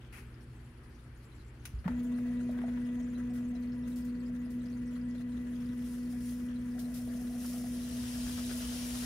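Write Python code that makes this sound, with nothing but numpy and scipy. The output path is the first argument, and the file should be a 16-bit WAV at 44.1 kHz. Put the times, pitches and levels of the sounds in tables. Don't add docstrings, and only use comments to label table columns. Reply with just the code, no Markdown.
import sys
import numpy as np
from scipy import signal
from scipy.fft import rfft, irfft
from scipy.io import wavfile
from scipy.ndimage import uniform_filter1d

SR = 44100
rng = np.random.default_rng(int(sys.argv[2]) if len(sys.argv) > 2 else 0)


def put_to_file(sound):
    columns = np.atleast_2d(sound).T
    safe = np.clip(columns, -1, 1)
    whole_steps = np.round(safe * 32767)
    wavfile.write(sys.argv[1], SR, whole_steps.astype(np.int16))


N = 399105
TIME = np.arange(N) / SR

STROKE_HZ = 244.15
KICK_S, START_S = 1.84, 1.872
OPEN_FROM_S, OPEN_TO_S = 7.39, 8.13
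# pitch_hz, likeness (0 to 1)
LIKENESS = [(60, .985), (290, .97), (640, .68), (1400, .3), (3100, .12), (7000, .05), (10000, .75),
            (15000, .75)]
# pitch_hz, difference_db
LEFT_LEAN = [(60, .6), (400, .7), (700, 1.6), (1300, 3), (2400, 5), (4400, 6), (8100, 1.5), (10000, 0),
             (15000, 0)]


def gain_of(db):
    return 10 ** (np.asarray(db) / 20)


def evened(x):
    return x / np.sqrt(np.mean(x ** 2) + 1e-20)


def read(points, hz):
    table_hz, value = np.transpose(points)
    return np.interp(np.log(hz + 1), np.log(table_hz + 1), value)


def add(mix, start_s, sound):
    part = mix[round(start_s * SR):][:len(sound)]
    part += sound[:len(part)]


def ramp(start_s, end_s):
    return np.sin(np.pi / 2 * np.clip((TIME - start_s) / (end_s - start_s), 0, 1)) ** 2


def swells(rows):
    return sum(gain_of(db) ** 2 * np.exp(-((TIME - s) / half_s) ** 2) for s, db, half_s in rows)


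def drift(rate_hz):
    steps = int(N / SR * 1000) + 2
    hz = np.fft.rfftfreq(steps, N / SR / (steps - 1))
    spectrum = rfft(rng.standard_normal(steps)) / (1 + (hz / rate_hz) ** 4)
    slow = irfft(spectrum, steps)
    return evened(np.interp(TIME, np.linspace(0, N / SR, steps), slow))


def noise(colour, patchy_db=0, likeness=LIKENESS, late_s=0, treble_lead=False):
    # pitch_hz, lead_radians
    left_lead = [(5500, 0), (7000, 1.8), (8100, 2.6), (11600, 0), (16000, -2.3)]
    hz = np.fft.rfftfreq(2048, 1 / SR)
    a, b, c, d, patches = rng.standard_normal((5, N // 512 + 5, len(hz)), dtype=np.float32)
    patches = uniform_filter1d(patches, size=3, axis=0)
    patches = evened(uniform_filter1d(patches, size=24, axis=1))
    left, other = a + 1j * b, c + 1j * d
    same = np.clip(read(likeness, hz), -1, 1)
    right = same * left + np.sqrt(1 - same ** 2) * other
    lean = gain_of(read(LEFT_LEAN, hz) / 2)
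    lead = read(left_lead, hz) * treble_lead
    turn = np.exp(1j * lead - 2j * np.pi * np.minimum(hz, 5500) * late_s)
    z = np.array([left * lean * turn, right / lean])
    keep = np.sqrt((1 + same) / (1 + same * np.cos(lead)))
    z *= keep * gain_of(read(colour, hz) + patchy_db * np.clip(patches, -2.5, 2.5))
    pair = signal.istft(z, nperseg=2048, noverlap=1536, time_axis=1, freq_axis=2)[1][:, :N]
    return pair / np.std(pair.mean(0))


def ring(hz, rise_s, t60_s, glide=0):
    t = np.arange(int((rise_s + t60_s) * SR)) / SR
    swell = np.sin(np.pi / 2 * np.minimum(t / rise_s, 1)) ** 2
    fade = np.exp(-np.log(1000) * t / t60_s)
    return swell * fade * np.sin(2 * np.pi * hz * t * (1 + glide * t / t60_s))


def bursts(rows, colour, t60_s, rough_db, echo_db, echo_t60_s=0.52):
    power = np.zeros(N)
    t = np.arange(SR // 2) / SR
    for start_s, db, hold_s in rows:
        after = np.maximum(t - hold_s, 0)
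        direct = gain_of(-60 * after / t60_s) ** 2
        echo = gain_of(echo_db - 60 * after / echo_t60_s) ** 2
        rise = np.minimum(t / 0.00092, 1)
        add(power, start_s, gain_of(db) ** 2 * (direct + echo) * rise)
    return noise(colour) * np.sqrt(power) * gain_of(rough_db * drift(200))


def in_room(x, wet_db, t60_s):
    t = np.arange(SR // 2) / SR
    chosen = rng.random((2, len(t))) < 2000 / SR
    taps = rng.standard_normal((2, len(t))) * chosen * (t > .002)
    taps = taps * np.exp(-np.log(1000) * t / t60_s)
    taps = taps / np.linalg.norm(taps, axis=1, keepdims=True)
    tail = signal.oaconvolve(x[None], taps, axes=1)[:, :N]
    return x + gain_of(wet_db) * tail


def glance(pair):
    delays = rng.integers(SR // 1000, SR // 100, 8)
    return pair + gain_of(-20) * sum(np.pad(pair, ((0, 0), (d, 0)))[:, :N] for d in delays)


def distance_db():
    return -3.5 * ramp(2.1, 4.3)


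def trapped_air():
    flush_s = 0.98
    return np.exp(-np.maximum(TIME - KICK_S, 0) / flush_s)


def cone_opening():
    growth_db_per_s = 4
    return ramp(OPEN_FROM_S, OPEN_TO_S) * gain_of(growth_db_per_s * (TIME - OPEN_TO_S))


def room_tone():
    # pitch_hz, level_db (before a slow waver)
    mains = [(59.5, -56), (120, -56), (240, -64)]
    # pitch_hz, density_db (per Hz)
    room_colour = [(13, -43), (22, -30), (47, 0), (70, -3), (89, -33), (124, -4.5), (159, -19.5),
                   (246, -15), (267, -25), (306, -14), (625, -32.5), (1550, -29), (3160, -38), (10600, -83),
                   (15500, -71)]
    fizz_colour = [(2500, -26), (4300, 3), (6000, -2), (8000, -5.5), (10000, -1), (15500, -17.5)]
    handling_colour = [(30, -22), (50, 3), (70, 0), (110, -8), (300, -40), (1000, -80)]
    # middle_s, level_db, half_length_s
    shifts = [(1.8, -50, .15), (8.25, -50, 0.33), (8.9, -54, 0.37)]
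    hum = 0
    for hz, db in mains:
        tone = np.sin(2 * np.pi * (hz * TIME + rng.random()))
        hum = hum + np.sqrt(2) * gain_of(db + drift(3.9)) * tone
    air = noise(room_colour, patchy_db=1) * gain_of(-52 + .5 * drift(5))
    fizz = noise(fizz_colour, patchy_db=2) * gain_of(-76 + 1.8 * drift(18))
    handling = noise(handling_colour) * np.sqrt(swells(shifts))
    return hum + air + fizz + handling


def hand_brush():
    # start_s, level_db, hold_s
    strokes = [(.126, -56.5, .064)]
    # pitch_hz, density_db (per Hz)
    colour = [(600, -7), (1200, 0), (2500, 4), (3600, -13), (5000, -11), (8000, -14), (10500, -7.5),
              (15500, -21)]
    return bursts(strokes, colour, t60_s=.2, rough_db=0.5, echo_db=-7)


def knob_click():
    # start_s, level_db, hold_s
    snaps = [(1.6533, -42.5, 0.0031)]
    # pitch_hz, density_db (per Hz)
    colour = [(600, -25), (1300, -1.5), (2500, 5), (4500, -6.5), (6000, 3), (7500, -9), (10000, 1.5),
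              (12500, -7), (15500, -10)]
    return bursts(snaps, colour, t60_s=0.035, rough_db=1.5, echo_db=-9.5, echo_t60_s=0.18)


def thumps():
    # start_s, level_db, pitch_hz, rise_s, t60_s (time to die by 60 dB)
    blows = [(1.708, -42, 70, 0.0055, .1), (1.735, -25.5, 55, 0.0068, 0.11),
             (1.772, -30.5, 68.3, 0.0072, 0.21), (1.8545, -18.5, 181, 0.0082, 0.096),
             (1.8785, -35, 880, 0.0037, 0.046), (1.9, -33.5, 60.7, 0.0091, 0.31)]
    out = np.zeros(N)
    for start_s, db, hz, rise_s, t60_s in blows:
        add(out, start_s, gain_of(db) * ring(hz, rise_s, t60_s))
    return in_room(out, wet_db=-22, t60_s=0.22)


def valve_knocks():
    # start_s, level_db, hold_s
    hits = [(1.843, -52, 0.023), (1.8782, -38.5, 0.0023), (2.185, -52.5, .003), (2.53, -59, .035),
            (2.587, -49, .005), (2.615, -52, .004), (2.634, -55, .012), (2.68, -55, 0.016),
            (2.772, -51.5, 0.0053), (7.443, -52, .009)]
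    # pitch_hz, density_db (per Hz)
    colour = [(400, -1.5), (700, 0.5), (880, -1), (1150, -2.5), (1600, 1), (2000, -2.5), (2800, -15),
              (6000, -29), (15000, -35)]
    return bursts(hits, colour, t60_s=0.043, rough_db=-1.5, echo_db=-14.5)


def bubbles(small_db=-56.5, spread_db=1.0, glide=0.016):
    # start_s, level_db (before a 3 dB lift), pitch_hz (at the start of the glide)
    gulps = [(2.492, -37.5, 600), (2.638, -35.5, 674), (2.68, -44, 616), (6.788, -48, 640),
             (6.884, -48, 656), (7.075, -46, 630), (7.172, -47, 637), (7.34, -47, 670), (7.54, -43.5, 677),
             (7.573, -44, 625), (7.64, -43, 684)]
    pitches_hz = [467, 570, 601, 630, 665, 717]
    per_s = 2 + 50 * trapped_air() + 60 * ramp(6.6, 6.95)
    born = (rng.random(N) < per_s / SR) & (TIME > START_S)
    size = born * gain_of(small_db + spread_db * np.minimum(rng.exponential(1, N), 2.5))
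    which = rng.integers(0, len(pitches_hz), N)
    out = np.zeros(N)
    for k, hz in enumerate(pitches_hz):
        out += signal.oaconvolve(size * (which == k), ring(hz, 0.0015, 0.071, glide))[:N]
    for start_s, db, hz in gulps:
        add(out, start_s, gain_of(db + 3) * ring(hz, 0.0025, 0.03, glide))
    return in_room(out, wet_db=-2.5, t60_s=0.18)


def water(pulsing=0.082, surge_db=3.0, lumpy_db=2):
    # pitch_hz, density_db (per Hz)
    flow_colour = [(200, -35), (380, -13.5), (480, -6.5), (600, -9), (658, -2), (700, -17), (850, -33),
                   (1100, -12.5), (1850, -8), (2300, -20.5), (3300, -18), (4800, -31), (6400, -21),
                   (8200, -29), (10300, -26), (12000, -37), (15500, -30)]
    churn_colour = [(35, -18.5), (70, -21), (100, -3), (145, -13), (175, 4.5), (200, -13), (225, 10),
                    (262, 0.5), (295, -19), (400, -17), (520, -13), (800, -40.5), (1500, -69)]
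    strain_s, growth_db_per_s = 6.82, 3
    beat = 1 + pulsing * np.sin(2 * np.pi * STROKE_HZ * TIME)
    flow_db = -63.5 + distance_db() + growth_db_per_s * np.maximum(TIME - strain_s, 0)
    flow = noise(flow_colour, patchy_db=3.0) * beat * gain_of(flow_db + surge_db * drift(44))
    churn = noise(churn_colour) * gain_of(-53 + lumpy_db * drift(29))
    return (flow + churn) * ramp(KICK_S, KICK_S + .05)


def sizzles():
    # start_s, level_db, hold_s
    rushes = [(.01, -73.5, .065), (2.68, -77, 0.24), (5.52, -76, 0.35), (6.48, -78, .15)]
    # pitch_hz, density_db (per Hz)
    colour = [(1800, -24), (2700, 0), (3350, 4), (3900, -11), (5000, -20), (6500, -14), (12000, -28)]
    return bursts(rushes, colour, t60_s=.19, rough_db=5.0, echo_db=-22)


def droplets(spray_per_s=430, spray_db=-63.0, spread_db=1.5):
    pitches_hz = np.geomspace(3600, 12000, 24)
    opening = cone_opening()
    running = 1 + (TIME > START_S)
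    born = rng.random(N) < (16 * running + spray_per_s * opening) / SR
    idle = gain_of(-62.5) * np.sqrt(running)
    spread = gain_of(spread_db * np.minimum(rng.exponential(1, N), 3))
    size = born * (idle + gain_of(spray_db) * opening) * spread
    which = rng.integers(0, len(pitches_hz), N)
    out = np.zeros(N)
    for k, hz in enumerate(pitches_hz):
        tick = ring(hz, .0003, .009) * (pitches_hz[0] / hz) ** .4
        out += signal.oaconvolve(size * (which == k), tick)[:N]
    return in_room(out, wet_db=6.5, t60_s=0.1) * gain_of([[1], [-1]])


def spits():
    # start_s, level_db, hold_s
    rushes = [(2.03, -67, 0.014), (2.184, -67, .003), (2.51, -68, .008), (3.335, -64, .04),
              (3.875, -65.5, .035), (3.958, -59.5, 0.028), (4.046, -63.5, .008), (4.503, -63.5, .01),
              (6.790, -53, .009), (6.941, -53.5, 0.037), (8.255, -59, .04)]
    # pitch_hz, density_db (per Hz)
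    colour = [(2000, -10.5), (4000, -4.5), (5300, -1.5), (7000, -5), (10000, -1.5), (12000, -5),
              (14000, -2.5), (15800, -10.5)]
    return bursts(rushes, colour, t60_s=0.22, rough_db=0.5, echo_db=-20)


def jet_gain():
    # middle_s, level_db (before the choke), half_length_s
    surges = [(5.91, -61, 0.079), (6.12, -61, 0.021), (6.29, -58.5, 0.065), (7.455, -51, 0.042),
              (7.56, -54, .05)]
    full_s, rise_s = 5.07, 0.62
    choke_s, choke_db, fall_s, recover_s = 6.53, -13.5, 0.049, 0.18
    since = TIME - choke_s
    choke = np.exp(-np.where(since < 0, (since / fall_s) ** 2, since / recover_s))
    growth_db = -73.5 + 6.1 * (TIME - full_s)
    steady = ramp(full_s, full_s + rise_s) * gain_of(growth_db)
    return np.sqrt(steady ** 2 + swells(surges)) * gain_of(choke_db * choke)


def mist(sputter_db=1, spray_db=-54.5, flicker_db=0.6):
    # pitch_hz, density_db (per Hz)
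    jet_colour = [(500, -35), (1500, -15), (2800, -7.5), (4200, -9), (5500, -2.5), (6600, -6), (8200, -9),
                  (9300, -3), (10700, -3), (11800, -9), (14300, -7.5), (15800, -14)]
    spray_colour = [(300, -26), (600, -5), (900, -2.5), (1500, -4), (2300, -6), (3100, 0.5), (4100, -6.5),
                    (5200, -1.5), (5900, -4), (6800, -6), (8200, -9), (10400, -7.5), (12000, -18),
                    (15500, -21)]
    splutter_colour = [(250, 1), (600, -1), (900, -10), (1500, 0), (2300, -10.5), (5000, -9), (12000, -30)]
    # pitch_hz, likeness (0 to 1)
    spray_likeness = [(300, .9), (700, .55), (1400, .35), (5500, .35), (7500, .6), (10000, .82),
                      (12500, .9), (15000, .7)]
    # start_s, level_db, hold_s
    splutters = [(8.032, -52, .006), (8.258, -53, .04), (8.375, -50, 0.016), (8.493, -51.5, 0.024),
                 (8.605, -54.5, 0.027), (8.72, -52, .02), (8.945, -55, 0.025)]
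    thin = noise(jet_colour, patchy_db=1.5, likeness=spray_likeness, treble_lead=True)
    jet = thin * jet_gain() * gain_of(sputter_db * drift(70))
    cone = noise(spray_colour, patchy_db=1.5, likeness=spray_likeness, late_s=.00036, treble_lead=True)
    spray = cone * cone_opening() * gain_of(spray_db + flicker_db * drift(90))
    coarse = bursts(splutters, splutter_colour, t60_s=0.067, rough_db=3.5, echo_db=-21)
    return glance(jet + spray) + coarse


def pump(wobble=0.00105, wobble_hz=4.6, flutter_db=0.24, rattle_db=3, nearness=0.2):
    # multiple, level_db (beside the note, before flutter)
    overtones = [(2, -25), (3, -46), (4, -38.5), (5, -57), (6, -50), (7, -40.5), (8, -34.5), (9, -44.5),
                 (10, -45), (11, -44)]
    # multiple of the shaft rate, level_db (as above)
    shaft_lines = [(4, -27.5), (5, -28), (6, -26), (7, -25.5), (9, -33.5), (10, -34), (12, -34.5)]
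    strokes_per_turn = 8
    strokes = np.cumsum(STROKE_HZ * (1 + wobble * drift(wobble_hz))) / SR
    lag = np.array([[0], [.22]])
    note = np.sin(2 * np.pi * strokes - lag)
    pair = note * gain_of(flutter_db * drift(14)) * gain_of([[.35], [-.35]])
    sag_db = -0.6 * ramp(OPEN_FROM_S, OPEN_TO_S)
    level_db = -34 + distance_db() + sag_db + 0.32 * drift(2.7)
    bright_db = nearness * (level_db - np.median(level_db))
    lines = overtones + [(k / strokes_per_turn, db) for k, db in shaft_lines]
    for k, db in lines:
        hz = k * STROKE_HZ
        loose = .2 if k == 2 else 1
        angle = 2 * np.pi * (k * strokes + rng.random()) + 0.2 * loose * drift(13)
        apart = np.arccos(np.clip(read(LIKENESS, hz), -1, 1))
        lean = gain_of(read(LEFT_LEAN, hz) / 2)
        size = gain_of(db + loose * (bright_db + rattle_db * drift(17)))
        pair = pair + size * np.array([np.sin(angle) * lean, np.sin(angle - apart) / lean])
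    running = np.clip((TIME - START_S) / 0.03, 0, 1)
    return np.sqrt(2) * pair * running * gain_of(level_db)


def scene():
    background = room_tone() + hand_brush() + knob_click()
    housing = thumps() + valve_knocks()
    line = bubbles() + water()
    nozzle = sizzles() + droplets() + spits() + mist()
    return background + housing + line + nozzle + pump()


def record(dry, low_cut_hz=36, edge_hz=15800):
    bass_cut = signal.butter(6, low_cut_hz, "highpass", fs=SR, output="sos")
    thinned = signal.sosfilt(bass_cut, dry)
    treble_cut = signal.firwin(511, edge_hz, window=("kaiser", 9), fs=SR)
    return signal.oaconvolve(thinned, treble_cut[None], "same")


dry = scene()
out = record(dry)
put_to_file(out)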